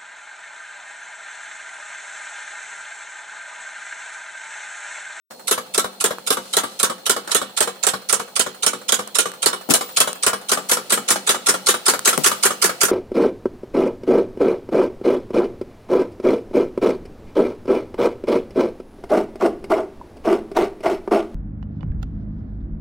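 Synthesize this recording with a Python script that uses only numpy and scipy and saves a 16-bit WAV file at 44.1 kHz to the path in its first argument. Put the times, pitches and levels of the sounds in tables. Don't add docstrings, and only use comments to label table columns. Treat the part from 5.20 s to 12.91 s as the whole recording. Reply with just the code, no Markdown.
import sys
import numpy as np
from scipy import signal
from scipy.fft import rfft, irfft, next_fast_len
from scipy.io import wavfile
from scipy.ndimage import map_coordinates

SR = 44100
rng = np.random.default_rng(int(sys.argv[2]) if len(sys.argv) > 2 else 0)


def pcm_store(signal):
    levels = np.round(np.clip(np.atleast_2d(signal), -1, 1) * 32767)
    wavfile.write(sys.argv[1], SR, levels.astype(np.int16).T)


N = 340011
T = np.arange(SR * 2 // 5) / SR
BODY_PAN_DB = 3

# t/s, crash level/dB, thud level/dB
BLOWS = [(0.3105, -5.5, -17), (0.577, -6, -17.5), (0.84, -5.5, -17.5), (1.1035, -6, -17),
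         (1.3673, -5, -17.5), (1.6295, -4.5, -20), (1.895, -4, -18.5), (2.147, -4, -17),
         (2.4051, -4, -23.5), (2.6666, -4, -21.5), (2.9264, -3.5, -20), (3.194, -4, -23.5),
         (3.463, -3.5, -27), (3.7214, -3.5, -24), (3.9851, -2.5, -21), (4.2592, -2.5, -16.5),
         (4.5373, -1.5, -27), (4.802, -1.5, -28.5), (5.064, -4.5, -19), (5.3158, -5.5, -21),
         (5.5137, -3, -29), (5.7211, -3.5, -24.5), (5.9037, -3, -26), (6.0913, -3.5, -21.5),
         (6.2853, -2.5, -20), (6.4859, -2.5, -19), (6.6811, -2.5, -21), (6.8734, -2, -20),
         (7.0605, -2.5, -19), (7.2518, -3.5, -16.5), (7.4406, -4.5, -18.5), (7.631, -4.5, -17.5)]
# f/Hz, level/dB, t60/s
FRAME_MODES = [(133, -16, 0.39), (192.2, -4, 0.4), (238.6, -1.5, 0.23), (289.5, -3.5, 0.24), (369, 0, 0.23),
               (427, -1, 0.24), (500.6, 3.5, 0.26), (791, -9, 0.17)]
BAR_MODES = [(2250, -2, .15), (2963, 0, .19), (3315, 0, .15), (3735, -1, .12), (5290, -4, .14),
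             (7546, -1, .15), (11353, -6, .15)]
# f/Hz, level/dB
STEEL_SPECTRUM = [(1200, -79), (2100, -9.5), (2600, -5.5), (3300, -0.5), (4700, -4), (6800, 0.5),
                  (8700, 3.5), (10500, -1.5), (12500, -9), (15500, -20)]
CAM_SPECTRUM = [(1200, -39), (2100, -5), (2700, -4), (3800, -0.5), (4900, -3), (6200, -2), (7500, 0),
                (9000, 2.5), (11000, -6), (15500, -26)]
LEVER_SPECTRUM = [(250, -15.5), (520, 0), (680, -2.5), (850, -3.5), (1100, 0), (1450, -0.5), (1750, -4.5),
                  (2100, -10.5), (3000, -22.5)]


def blows():
    # f/Hz, level/dB
    crack_spectrum = [(500, -11), (3000, -35), (9500, 14), (15000, -10)]
    timber_spectrum = [(25, -37), (70, -26), (120, -8), (190, -2), (290, 8.5), (400, 5), (520, -22),
                       (700, -32), (1100, -46)]
    rise_s, t60_s = (0.00084, 0.00071), (0.11, 0.13)
    ring_hz, ring_db = (1350, 1617), (-19, -19.7)
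    thud_hz, frame_db = (430, 395), (-33.5, -29)
    out, body = np.zeros((2, N)), noise(LEVER_SPECTRUM, 0.27)
    for s, db, thud_db in BLOWS:
        pan_db, _, lever_db, *colour = perspective(s)
        fast = speed(s)
        crash = struck(steel(STEEL_SPECTRUM, *colour) * envelope(paced(rise_s, s), paced(t60_s, s)))
        crack = (1 - fast) * struck(noise(crack_spectrum, 0.066) * envelope(0.00076, 0.032))
        bar = modes(BAR_MODES, scatter_db=2.5, spread_rad=1.2)
        add(out, s, amp(db) * (amp(-10) * crash + amp(-16) * crack + amp(-27.5) * bar), pan_db)
        hop = struck(steel(STEEL_SPECTRUM, *colour) * envelope(0.0013, 0.11))
        add(out, s + rng.uniform(0.0091, 0.022), amp(db - 15) * hop, pan_db)
        hz = paced(ring_hz, s) * np.exp(0.05 * rng.standard_normal())
        ring = lever(body, hz, focus_db=6.5, width_hz=27, alike=0.31, rise_s=0.0051, t60_s=0.16)
        clank = lever(body, hz=2480, focus_db=8, width_hz=250, alike=0.3, rise_s=0.005, t60_s=0.13)
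        add(out, s, amp(lever_db + paced(ring_db, s)) * (ring + fast * amp(-11) * clank), BODY_PAN_DB)
        pulse = np.exp(-((T - 0.0075) / 0.0046) ** 2) * np.minimum(T / 0.003, 1)
        thud = struck(pulse * np.sin(2 * np.pi * paced(thud_hz, s) * T))
        timber = amp(-11) * struck(noise(timber_spectrum, 0.7) * envelope(0.003, 0.16))
        frame = modes(FRAME_MODES, scatter_db=2.5, spread_rad=0.086, detune=0.025)
        add(out, s, amp(thud_db - 4.5) * (thud + timber) + amp(paced(frame_db, s)) * frame, BODY_PAN_DB)
    return out


def cam_lifts():
    lead_s, ring_hz, ring_db = (0.033, 0.019), (1347, 1392), (-9.3, -6.3)
    out, body = np.zeros((2, N)), noise(LEVER_SPECTRUM, 0.35)
    for s, db, _ in BLOWS:
        pan_db, cam_db, _, *colour = perspective(s)
        at_s, clack_db = s - paced(lead_s, s), db + cam_db
        graze = struck(steel(CAM_SPECTRUM, *colour) * envelope(0.0038, 0.16))
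        clack = struck(steel(CAM_SPECTRUM, *colour) * envelope(0.0028, 0.082))
        hz = paced(ring_hz, s)
        ring = lever(body, hz, focus_db=10, width_hz=58, alike=0.97, rise_s=0.007, t60_s=0.13)
        add(out, at_s - 0.007, amp(clack_db - 7.5) * graze, pan_db)
        add(out, at_s, amp(clack_db) * clack, pan_db)
        add(out, at_s, amp(clack_db + paced(ring_db, s)) * ring, BODY_PAN_DB)
    return out


def rebounds():
    lag_s, ring_hz, ring_db = (0.068, 0.052), (1136, 1267), (-24, -23.5)
    throw_s_per_db = 0.0013
    mean_db = np.transpose(BLOWS)[1].mean()
    out, body = np.zeros((2, N)), noise(LEVER_SPECTRUM, 0.14)
    for s, db, _ in BLOWS:
        pan_db, _, lever_db, *colour = perspective(s)
        at_s = s + paced(lag_s, s) + throw_s_per_db * (db - mean_db)
        chatter = struck(steel(CAM_SPECTRUM, *colour) * envelope(0.0016, 0.16))
        bar = modes(BAR_MODES, scatter_db=2.5, spread_rad=1.2)
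        add(out, at_s, amp(db + lever_db) * (amp(-26) * chatter + amp(-32.5) * bar), pan_db)
        hz = paced(ring_hz, s)
        ring = lever(body, hz, focus_db=7.5, width_hz=84, alike=0.38, rise_s=0.0036, t60_s=0.115)
        frame = modes(FRAME_MODES, scatter_db=3, spread_rad=0.18, detune=0.025)
        add(out, at_s, amp(lever_db + paced(ring_db, s)) * ring + amp(-34) * frame, BODY_PAN_DB)
    return out


def steel(spectrum, sheen_db=0, presence_db=0):
    def gain(hz):
        peaks_db = 4.6 * ripple(hz, step_hz=110) + 1.8 * ripple(hz, step_hz=700)
        top = 1 / (1 + np.exp((10500 - hz) / 600))
        middle = np.exp(-((hz - 3750) / 550) ** 2)
        return amp(peaks_db + sheen_db * top + presence_db * middle)
    return unit(filtered(noise(spectrum, 0.038), gain))


def lever(body, hz, focus_db, width_hz, alike, rise_s, t60_s):
    def gain(f):
        peak_db = focus_db / (1 + ((f - hz) / width_hz) ** 2)
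        tilt_db = 12 * np.log2(hz / 1300) * np.log2(np.clip(f, 500, 2500) / hz)
        return amp(peak_db + tilt_db + 3 * ripple(f, step_hz=70))
    ring = blend(body, noise(LEVER_SPECTRUM, 0.17), alike)
    return struck(filtered(ring, gain) * envelope(rise_s, t60_s))


def modes(table, scatter_db, spread_rad, detune=0):
    hz, db, t60_s = np.transpose(table)[:, :, None]
    hz = hz * (1 + rng.standard_normal(hz.shape) * detune)
    phase = rng.uniform(0, 2 * np.pi, hz.shape) + spread_rad * rng.standard_normal((2, *hz.shape))
    decay = amp(db + scatter_db * rng.standard_normal(hz.shape) - 60 * T / t60_s)
    ring = (decay * np.sin(2 * np.pi * hz * T + phase)).sum(1)
    return struck(ring * np.minimum(T / 0.0054, 1))


def rattles():
    # t/s, level/dB
    extra_rattles = [(0.107, -24.5), (0.193, -27.5), (2.074, -15.5), (2.093, -18.5)]
    looseness = [(2.4, -1), (3.8, 5), (4.95, 6), (5.3, -3)]
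    lag_s = (0.15, 0.1)
    settling = [(s + paced(lag_s, s), np.interp(s, *np.transpose(looseness)) - 29.5) for s, *_ in BLOWS]
    out = np.zeros((2, N))
    for s, db in settling + extra_rattles:
        rattle = noise(LEVER_SPECTRUM, 0.13) + amp(-5) * steel(CAM_SPECTRUM)
        add(out, s, amp(db - 13.5) * struck(rattle * envelope(0.0024, 0.14)), pan_db=-2)
    return out


def ticks():
    # t/s, level/dB, dull over bright/dB
    events = [(0.984, -30.5, 19.5), (3.875, -14, -13), (4.095, -22, -13), (4.117, -17.5, 1),
              (4.93, -9, -13), (6.792, -7, 0), (6.977, 1, -3.5)]
    out = np.zeros((2, N))
    for s, db, dull_db in events:
        tick = noise(STEEL_SPECTRUM, 0.09) + amp(dull_db) * noise(LEVER_SPECTRUM, 0.56)
        add(out, s, amp(db - 10) * tick * envelope(0.00099, 0.0079))
    return out


def bumps():
    knocks = [(4.489, -20.5), (4.503, -17), (4.51, -20.5), (6.976, -18)]  # t/s, level/dB
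    knock_spectrum = [(75, -40), (150, -3), (200, -5), (330, -6), (700, -12.5), (1200, -22.5), (4000, -36),
                      (12000, -28.5)]
    out = np.zeros((2, N))
    for s, db in knocks:
        add(out, s, amp(db) * struck(noise(knock_spectrum, 0.46) * envelope(0.0009, 0.15)), pan_db=14)
    return out


def belt():
    # f/Hz, level/dB
    rumble_spectrum = [(25, -78), (75, -97), (130, 3.5), (200, 14.5), (290, 7), (550, 11), (850, 10.5),
                       (1100, -3), (1400, -11), (2200, -14), (4000, -44), (8000, -14)]
    hiss_spectrum = [(1000, -20), (2500, 1), (4500, 5), (6000, 2), (9000, 3), (11500, -1.5), (14000, -17),
                     (16000, -24)]
    hiss_swells = [(1.384, -42, 0.24), (4.75, -45.5, 0.22), (7.042, -35.5, 0.19)]  # t/s, level/dB, half length/s
    rumble_db, hiss_db = (-48, -44), (-51.5, -45)
    t = np.arange(N) / SR
    rumble = amp(paced(rumble_db, t)) * noise(rumble_spectrum, 0.92, N)
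    surge = sum(amp(db) * np.exp(-((t - s) / half_s) ** 2) for s, db, half_s in hiss_swells)
    hiss = np.hypot(amp(paced(hiss_db, t)), surge) * noise(hiss_spectrum, 0.041, N)
    return rumble + hiss


def motor():
    hum_bands = [(520, -52, 35), (4240, -52.5, 260)]  # f/Hz, level/dB, width/Hz
    whine_levels = [(0.3, -54), (4.3, -51), (4.7, -37), (5.1, -48), (6.3, -54), (7.0, -42), (7.7, -52)]  # t/s, level/dB
    white = rng.standard_normal((2, N))
    hum = sum(amp(db) * unit(filtered(white, lambda f: 1 / (1 + (2 * (f - hz) / width_hz) ** 4)))
              for hz, db, width_hz in hum_bands)
    whine_hz = 14990 + 60 * unit(filtered(white, lambda f: f < 110))
    whine_db = np.interp(np.arange(N) / SR, *np.transpose(whine_levels))
    return hum + amp(whine_db) * np.sin(2 * np.pi * np.cumsum(whine_hz, axis=1) / SR)


def yard(x):
    decay_times = [(150, 0.28), (600, 0.27), (3000, 0.82), (9000, 0.076), (15000, 0.1)]  # f/Hz, t60/s
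    hz, t, bins = signal.stft(rng.standard_normal((2, SR // 2)), SR, nperseg=256)
    tail = signal.istft(bins * amp(-60 * t / along(decay_times, hz)[:, None]), SR, nperseg=256)[1]
    tail = np.pad(tail, ((0, 0), (SR // 80, 0)))
    return signal.fftconvolve(x, tail / np.linalg.norm(tail[0]), axes=1)[:, :N]


def perspective(s):
    mic_path = [(0.3, -3.5, -14, -0.5, 1.5, 4.5), (1.4, -4.5, -14.5, 0.5, 3.5, 5.5),
                (2.6, -9, -13.5, 0.5, -4, .5), (3.25, -7, -13.5, -3, -4, .5),
                (3.85, -7.5, -14, -0.5, 0.5, 0), (4.25, -7, -15.5, 0.5, -3.5, 2.5),
                (4.6, 0.5, -12, -0.5, 3.5, 0), (5.06, -2.5, -12.5, 3, -7, -3),
                (5.5, -1.5, -16.5, 0, 4.5, -1.5), (6.1, -2.5, -14, 1, -2, 0.5),
                (6.9, -1.5, -12, 3.5, 1, -1), (7.6, -6.5, -9, 0.5, 2, -7)]
    when, *columns = np.transpose(mic_path)
    return [np.interp(s, when, column) for column in columns]


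def speed(s):
    easy_hz, fast_hz = 3.85, 5.05
    when = np.transpose(BLOWS)[0]
    rate_hz = np.interp(s, (when[1:] + when[:-1]) / 2, 1 / np.diff(when))
    return np.clip((rate_hz - easy_hz) / (fast_hz - easy_hz), 0, 1)


def paced(pair, s):
    easy, fast = pair
    return easy + (fast - easy) * speed(s)


def amp(db):
    return 10 ** (np.asarray(db) / 20)


def unit(x):
    return x / np.sqrt(np.mean(x ** 2) + 1e-20)


def struck(x):
    return x / np.sqrt(np.mean(x[..., :SR // 50] ** 2) + 1e-20)


def envelope(rise_s, t60_s):
    return np.minimum(T / rise_s, 1) * amp(-60 * np.maximum(T - rise_s, 0) / t60_s)


def along(points, hz):
    f, values = np.transpose(points)
    return np.interp(np.log(hz + 1), np.log(f), values)


def ripple(hz, step_hz):
    return map_coordinates(rng.standard_normal(2048), [hz / step_hz], mode="wrap")


def filtered(x, response):
    n = x.shape[-1]
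    padded = next_fast_len(n + 8192)
    return irfft(rfft(x, padded) * response(np.fft.rfftfreq(padded, 1 / SR)), padded)[..., :n]


def blend(common, fresh, alike):
    return np.sqrt(alike) * common + np.sqrt(1 - alike) * fresh


def noise(spectrum, alike, size=len(T)):
    white = rng.standard_normal((3, size))
    return unit(filtered(blend(white[0], white[1:], alike), lambda hz: amp(along(spectrum, hz))))


def add(track, s, sound, pan_db=0):
    sides = unit(amp([[pan_db / 2], [-pan_db / 2]]))
    part = track[:, max(round(s * SR), 0):][:, :len(T)]
    part += (sides * sound)[:, :part.shape[1]]


def scene():
    hammer = cam_lifts() + blows() + rebounds()
    return hammer + amp(-21) * yard(hammer) + rattles() + ticks() + bumps() + belt() + motor()


def record(dry):
    start_s, low_cut_hz, ceiling, top_hz = 0.104, 72, 0.92, 15900
    opened = dry * (np.arange(N) / SR > start_s)
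    thinned = filtered(opened, lambda hz: (1j * hz / (low_cut_hz + 1j * hz)) ** 2)
    rounded = thinned / (1 + np.abs(thinned / ceiling) ** 8) ** (1 / 8)
    return filtered(rounded, lambda hz: hz < top_hz)


dry = scene()
out = record(dry)
pcm_store(out)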